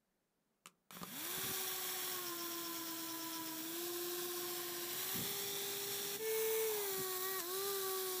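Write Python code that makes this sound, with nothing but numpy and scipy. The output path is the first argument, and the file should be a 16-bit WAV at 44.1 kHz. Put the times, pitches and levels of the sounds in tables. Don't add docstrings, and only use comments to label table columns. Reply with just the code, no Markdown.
import sys
import numpy as np
from scipy import signal
from scipy.fft import rfft, irfft, next_fast_len
from scipy.io import wavfile
from scipy.ndimage import map_coordinates

SR = 44100
rng = np.random.default_rng(int(sys.argv[2]) if len(sys.argv) > 2 else 0)


def unload_wav(signal):
    wavfile.write(
        sys.argv[1],
        SR,
        np.round(np.clip(np.atleast_2d(signal).T, -1, 1) * 32767).astype(np.int16),
    )


N = 361619


def amp(db):
    return 10 ** (np.asarray(db) / 20)


def unit(x):
    return x / np.sqrt(np.mean(x ** 2) + 1e-20)


def clock():
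    return np.arange(N) / SR


def along(points, hz):
    freqs, values = np.transpose(points)
    return np.interp(np.log(hz + 1), np.log(freqs + 1), values)


def curve(points):
    return np.interp(clock(), *np.transpose(points))


def after(s, rise):
    return np.clip((clock() - s) / rise, 0, 1)


def swell(s, db, half_length):
    return amp(db) * np.exp(-((clock() - s) / half_length) ** 2)


def wobble(rate):
    return map_coordinates(rng.standard_normal(int(N * rate / SR) + 4), [clock() * rate])


def filtered(x, response):
    size = next_fast_len(N + SR // 2)
    return irfft(rfft(x, size) * response(np.fft.rfftfreq(size, 1 / SR)), size)[..., :N]


def noise(spectrum):
    return unit(filtered(rng.standard_normal(N), lambda hz: amp(along(spectrum, hz))))


def bell(hz, centre, width):
    return 1 / (1 + (2 * (hz - centre) / width) ** 2)


def band(x, lo_hz, hi_hz):
    return filtered(x, lambda hz: 1 / (1 + (hz / hi_hz) ** 10) - 1 / (1 + (hz / lo_hz) ** 10))


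def resonate(x, modes):
    return filtered(x, lambda hz: amp(sum(db * bell(hz, centre, width) for centre, width, db in modes)))


# (frequency [Hz], level [dB])
ROOM_TONE_EQ = [(15, -39), (25, -3), (33, -7), (82, -19), (204, 0.5), (246, -7), (399, -7), (1240, -16),
                (1620, -17), (2850, -24), (15500, -26)]


def room_tone():
    return amp(-83.5) * noise(ROOM_TONE_EQ)


# (time [s], snap [dB], clack [dB], thump [dB])
CONTACTS = [(.658, -45, -52, -58), (.67, -47.5, -58, -60), (.907, -45, -49, -60), (.928, -66, -59, -52),
            (.952, -63, -50, -47), (0.969, -62, -41.5, -47), (1.015, -61, -42, -38),
            (1.032, -44, -32.5, -46), (7.392, -46, -56, -72), (7.403, -39.5, -48, -68)]
# (frequency [Hz], level [dB])
SNAP_EQ = [(100, -28), (700, -17), (1200, 2), (1800, -6), (2300, -3), (2650, 1.5), (3050, 1), (3800, -8.5),
           (8000, -5.5), (15000, -15.5)]
CLACK_EQ = [(100, -29), (400, -3.5), (700, -19), (1000, -4), (1300, 6), (1700, -41), (4000, -26),
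            (15000, -34)]


def ticks():
    snap, clack, thump = np.zeros((3, N))
    for s, snap_db, clack_db, thump_db in CONTACTS:
        age = np.maximum(clock() - s, 0)
        snap += (age > 0) * amp(snap_db) * (amp(-60 * age / 0.012) + 0.15 * amp(-60 * age / 0.097))
        clack += (age > 0) * amp(clack_db - 60 * age / 0.032)
        thump += amp(thump_db - 60 * age / 0.083) * np.sin(2 * np.pi * 180 * age)
    return snap * noise(SNAP_EQ) + clack * noise(CLACK_EQ) + band(thump, 130, 600)


# (time [s], glide [s], hum [dB], blade tone [dB], fifth order [dB], brush trim [dB], spark trim [dB],
#  draught [dB], list of (centre [Hz], width [Hz], gain [dB]))
GRIPS = [ (0, 0, -55.5, -60, -73, 1.54, -.7, -62.5, [(1750, 260, 1.5), (3600, 340, 2.5), (5700, 460, 1.5),
         (4900, 970, -4.5), (8600, 790, -3), (9800, 960, 3.5), (11500, 570, -5), (12400, 320, 5)]),
         (2.17, 0.3, -51, -63.5, -72, -.5, -1.5, -61.5, [(2193, 540, -3), (4560, 320, -5),
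         (15000, 900, 4)]), (3.7, 0.41, -46.5, -59, -67, -0.16, -1, -62.5, [(2120, 650, -5.5),
         (11300, 800, 3), (12100, 440, 2)]), (4.5, 0.3, -51, -59, -71, 0.6, -2, -60.5, [(6460, 470, -3.5),
         (12000, 600, 3.5)]), (4.94, 0.18, -57, -60, -69, 1.1, 0.6, -60.5, [(3450, 450, 3.5),
         (4870, 380, -4), (12400, 600, 3)]),
         (5.25, 0.39, -50.5, -72.5, -69, -0.6, -1.5, -58.5, [(1510, 280, -6), (2920, 170, -6),
         (3540, 200, 7.5), (4930, 380, -4.5), (5800, 560, 2), (12600, 900, -0.5)]),
         (6.2, 0.17, -45.1, -76, -64, -3.8, 4, -65, [(925, 780, 7), (1500, 490, -6), (2178, 290, 5.5),
         (4900, 1050, -5.5), (6144, 700, 5), (11900, 940, -7)]),
         (6.84, 0.44, -47.3, -53, -59.5, -1.2, 3, -67, [(2690, 870, -4), (4200, 460, 5.5), (5000, 420, -3),
         (7100, 1500, 2.5), (8760, 540, -3), (12250, 410, -2)]),
         (7.24, 0.13, -49, -53.5, -52, -1, 2.5, -65.5, [(1800, 500, -3), (2750, 760, -5.5), (4240, 470, 3),
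         (5000, 470, -4), (8800, 540, -3), (12250, 410, 4)]),
         (7.45, 0.051, -45.5, -53, -66.5, -0.64, 0.7, -65.5, [(2500, 1160, -5), (4140, 590, 3.5),
         (9670, 600, 4)]), ]


def glide(values):
    blend = values[0]
    for (s, length, *_), value in zip(GRIPS[1:], values[1:]):
        share = after(s - length / 2, length)
        blend = (1 - share) * blend + share * value
    return blend


POWER_ON_S, STALL_SHARE = .907, 0.21
RATTLE_DB, HISS_DB, FIZZ_DB = -54, -48.5, -46
# (frequency [Hz], level [dB])
SCRAPE_EQ = [(120, -18), (250, -3), (500, -0.5), (900, -1), (2200, 1.5), (5000, 1), (9000, -1), (15500, 7)]
# (centre [Hz], width [Hz], gain [dB])
CAN_MODES = [(937, 120, 3.5), (1587, 400, 6.5), (2525, 430, 3), (3270, 470, 6.5), (3960, 920, 4),
             (5594, 410, 5.5), (6840, 170, 3), (7610, 700, 5), (9450, 550, 2), (10620, 320, 2.5),
             (12130, 520, 6), (14840, 770, 7.5)]


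def brushes(shaft_angle, pace, brush_db, spark_db):
    drive = abs(STALL_SHARE + (1 - STALL_SHARE) * pace ** 3.13)
    gaps = np.cos(6 * shaft_angle)
    pressure = amp(2.36 * gaps + 1.5 * np.cos(shaft_angle) + 0.69 * wobble(700) + 0.52 * wobble(25))
    scrape = filtered(pressure * rng.standard_normal(N), lambda hz: amp(along(SCRAPE_EQ, hz)))
    can = resonate(scrape, CAN_MODES)
    held = glide([resonate(can, grip_eq) for *_, grip_eq in GRIPS])
    rattle = amp(RATTLE_DB) * drive ** 0.75 * unit(band(held, 100, 2870))
    hiss = amp(HISS_DB) * drive * unit(band(held, 3104, 9130))
    fizz = amp(FIZZ_DB + spark_db) * drive * unit(band(held, 8760, 15600))
    return (rattle + hiss + fizz) * amp(brush_db + finger_dip_db()) * after(POWER_ON_S, rise=0.018)


def table_reflection(x, delay_s=0.000896, level_db=-14.5):
    delay = delay_s * (1 + .1 * wobble(1.486))
    return amp(level_db) * map_coordinates(x, [(clock() - delay) * SR])


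CRUISE_HZ, PUSHED_HOME_S = 380, 6.185
# (time [s], rotation [Hz])
LOOSE_SPEED = [(1.5, 379.4), (1.8, 367.9), (2.17, 360.8), (2.32, 339.4), (2.58, 336.8), (2.9, 326.7),
               (3.3, 325.0), (3.6, 317.5), (3.82, 346.8), (4.25, 353.0), (4.87, 348.3), (5.27, 399.7),
               (5.65, 397.7), (6.15, 402.3)]
SEATED_SPEED = [(6.22, 440.6), (6.65, 443.7), (6.92, 384), (7.19, 368), (7.29, 383.3), (7.38, 378.2),
                (7.42, 332.7), (7.55, 381.6), (7.68, 400.4), (7.83, 383), (8.02, 377.7), (8.18, 367.4)]
# (time [s], slip [Hz])
SHAFT_SLIP = [(1.1, 90), (1.35, 60), (1.47, 14), (2, 14.5), (2.15, 7.3), (2.6, 8), (3, 9.6), (3.35, 7.3),
              (3.55, 9), (3.68, 25.5), (3.85, 17), (4.33, 17), (4.45, 12), (4.85, 19), (5.05, 56),
              (6.17, 49)]


def rotation():
    seated = after(PUSHED_HOME_S, rise=0.0053)
    spin_up = 1 - (1 - after(.97, rise=.52)) ** 2.7
    fan_hz = (1 - seated) * spin_up * curve(LOOSE_SPEED) + seated * curve(SEATED_SPEED)
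    fan_hz *= 1 + 0.00091 * wobble(45)
    lead_turns = np.cumsum(curve(SHAFT_SLIP) * (1 - seated)) / SR
    lead_turns -= np.interp(2.995, clock(), lead_turns)
    return fan_hz / CRUISE_HZ, 2 * np.pi * np.cumsum(fan_hz) / SR, 2 * np.pi * lead_turns


# (time [s], level [dB], half length [s])
PUFFS = [(1.385, -45, 0.0097), (1.457, -46.5, 0.019), (1.505, -50, 0.016), (5.163, -48, 0.015),
         (5.211, -44, 0.029), (5.271, -54, 0.019), (6.943, -60, 0.017), (7, -48.5, 0.018)]
# (frequency [Hz], level [dB])
DRAUGHT_EQ = [(20, -17), (50, -23.5), (85, -13), (125, 1.5), (190, 1), (300, 0.5), (500, -5), (1200, -40),
              (4000, -80)]
PUFF_EQ = [(20, -24), (45, -31), (75, -8), (140, 3.5), (210, 1.5), (300, -2.5), (500, -16), (1200, -38),
           (4000, -80)]


def draught(pace, air_db):
    rumble = amp(air_db + wobble(9.8)) * pace * noise(DRAUGHT_EQ)
    gusts = sum(swell(*puff) for puff in PUFFS)
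    return rumble + gusts * noise(PUFF_EQ)


def orders(angle, levels, flutter_db, rocking=0):
    tone = np.zeros(N)
    for order, db in levels:
        sway = amp(flutter_db * wobble(30)) * (1 - (-1) ** order * rocking) if order > 1 else 1
        tone += np.sqrt(2) * amp(db) * sway * np.sin(order * angle + rng.uniform(0, 2 * np.pi))
    return tone


def hub_rub(lead, looseness):
    contact = ((1 + np.cos(lead)) / 2) ** 2
    white = rng.standard_normal(N)
    friction = unit(filtered(white, lambda hz: bell(hz, 5550, 800) + .4 * bell(hz, 3200, 700) + .07))
    return amp(-50.3 - 6.5 * looseness) * contact * friction


def loose_fan(angle, lead, pace, hum_db, blade_db, fifth_db, tight_slip_hz=8.5):
    looseness = np.log2(curve(SHAFT_SLIP) / tight_slip_hz)
    second_db = np.minimum(-71 + 8 * looseness, -64.5)
    shaft_db = np.maximum(-56.5 - 11.5 * looseness, -72.5)
    rocking = .85 * np.cos(lead - 2.1)
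    hum = orders(angle, [(1, hum_db)], flutter_db=0) * (1 + .19 * rocking)
    blades = orders(angle, [(2, second_db), (3, blade_db), (5, fifth_db)], flutter_db=.7, rocking=rocking)
    shaft_levels = [(2, np.minimum(blade_db - 2, shaft_db + 3.3)), (3, shaft_db),
                    (4, shaft_db - 7.5), (5, shaft_db - 12)]
    shaft = orders(angle + lead + .07 * wobble(40), shaft_levels, flutter_db=1, rocking=.35 * rocking)
    sound = hum + pace ** 3 * blades + shaft + hub_rub(lead, looseness)
    return sound * after(1.06, rise=0.077) * (1 - after(PUSHED_HOME_S - .015, rise=0.012))


# (time [s], dip [dB], recovery [s])
FINGER_CHECKS = [(6.184, 8.5, 0.13), (7.428, 2, 0.076)]


def finger_dip_db(attack_s=0.028):
    return -sum(db * (after(s - attack_s, attack_s) - after(s, recovery))
                for s, db, recovery in FINGER_CHECKS)


def seated_fan(angle, pace, hum_db, blade_db, fifth_db):
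    speed_db = 26.5 * np.log2(np.maximum(pace, .5))
    dip_db = finger_dip_db()
    levels = [hum_db + speed_db + dip_db / 2, -59 + dip_db, blade_db + 3.1 * dip_db,
              -65.5 + speed_db, fifth_db + speed_db, fifth_db - 8.5 + speed_db]
    return orders(angle, enumerate(levels, 1), flutter_db=2.0) * after(PUSHED_HOME_S, rise=0.028)


# (time [s], level [dB], half length [s], centre [Hz], width [Hz])
FINGER_GRAZES = [(6.787, -52.5, 0.11, 880, 260), (7.401, -43.5, 0.013, 7500, 7000)]


def grazes():
    sound = np.zeros(N)
    for s, db, half_length, centre, width in FINGER_GRAZES:
        scuff = unit(filtered(rng.standard_normal(N), lambda hz: bell(hz, centre, width)))
        sound += swell(s, db, half_length) * scuff
    return sound


# (frequency [Hz], time to fall 60 dB [s])
ROOM_DECAY = [(200, 0.56), (2000, 0.14), (12000, 0.11)]


def reverb(x):
    hz, age, spectra = signal.stft(rng.standard_normal(SR // 2), SR, nperseg=256)
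    decay = amp(-60 * age / along(ROOM_DECAY, hz)[:, None])
    tail = signal.istft(spectra * decay, SR, nperseg=256)[1]
    return signal.fftconvolve(x, tail / np.linalg.norm(tail))[:N]


def scene():
    pace, angle, lead = rotation()
    _, _, *faders, _ = zip(*GRIPS)
    *tones_db, brush_db, spark_db, air_db = [glide(fader) for fader in faders]
    whine = loose_fan(angle, lead, pace, *tones_db) + seated_fan(angle, pace, *tones_db)
    rasp = brushes(angle + lead, pace, brush_db, spark_db)
    clatter = rasp + table_reflection(rasp) + ticks() + grazes()
    tail = reverb(amp(-26) * whine + amp(-13) * clatter)
    mono = whine + clatter + tail + draught(pace, air_db) + room_tone()
    return np.array([mono, mono])


def record(dry):
    return filtered(dry, lambda hz: hz < 15550)


dry = scene()
out = record(dry)
unload_wav(out)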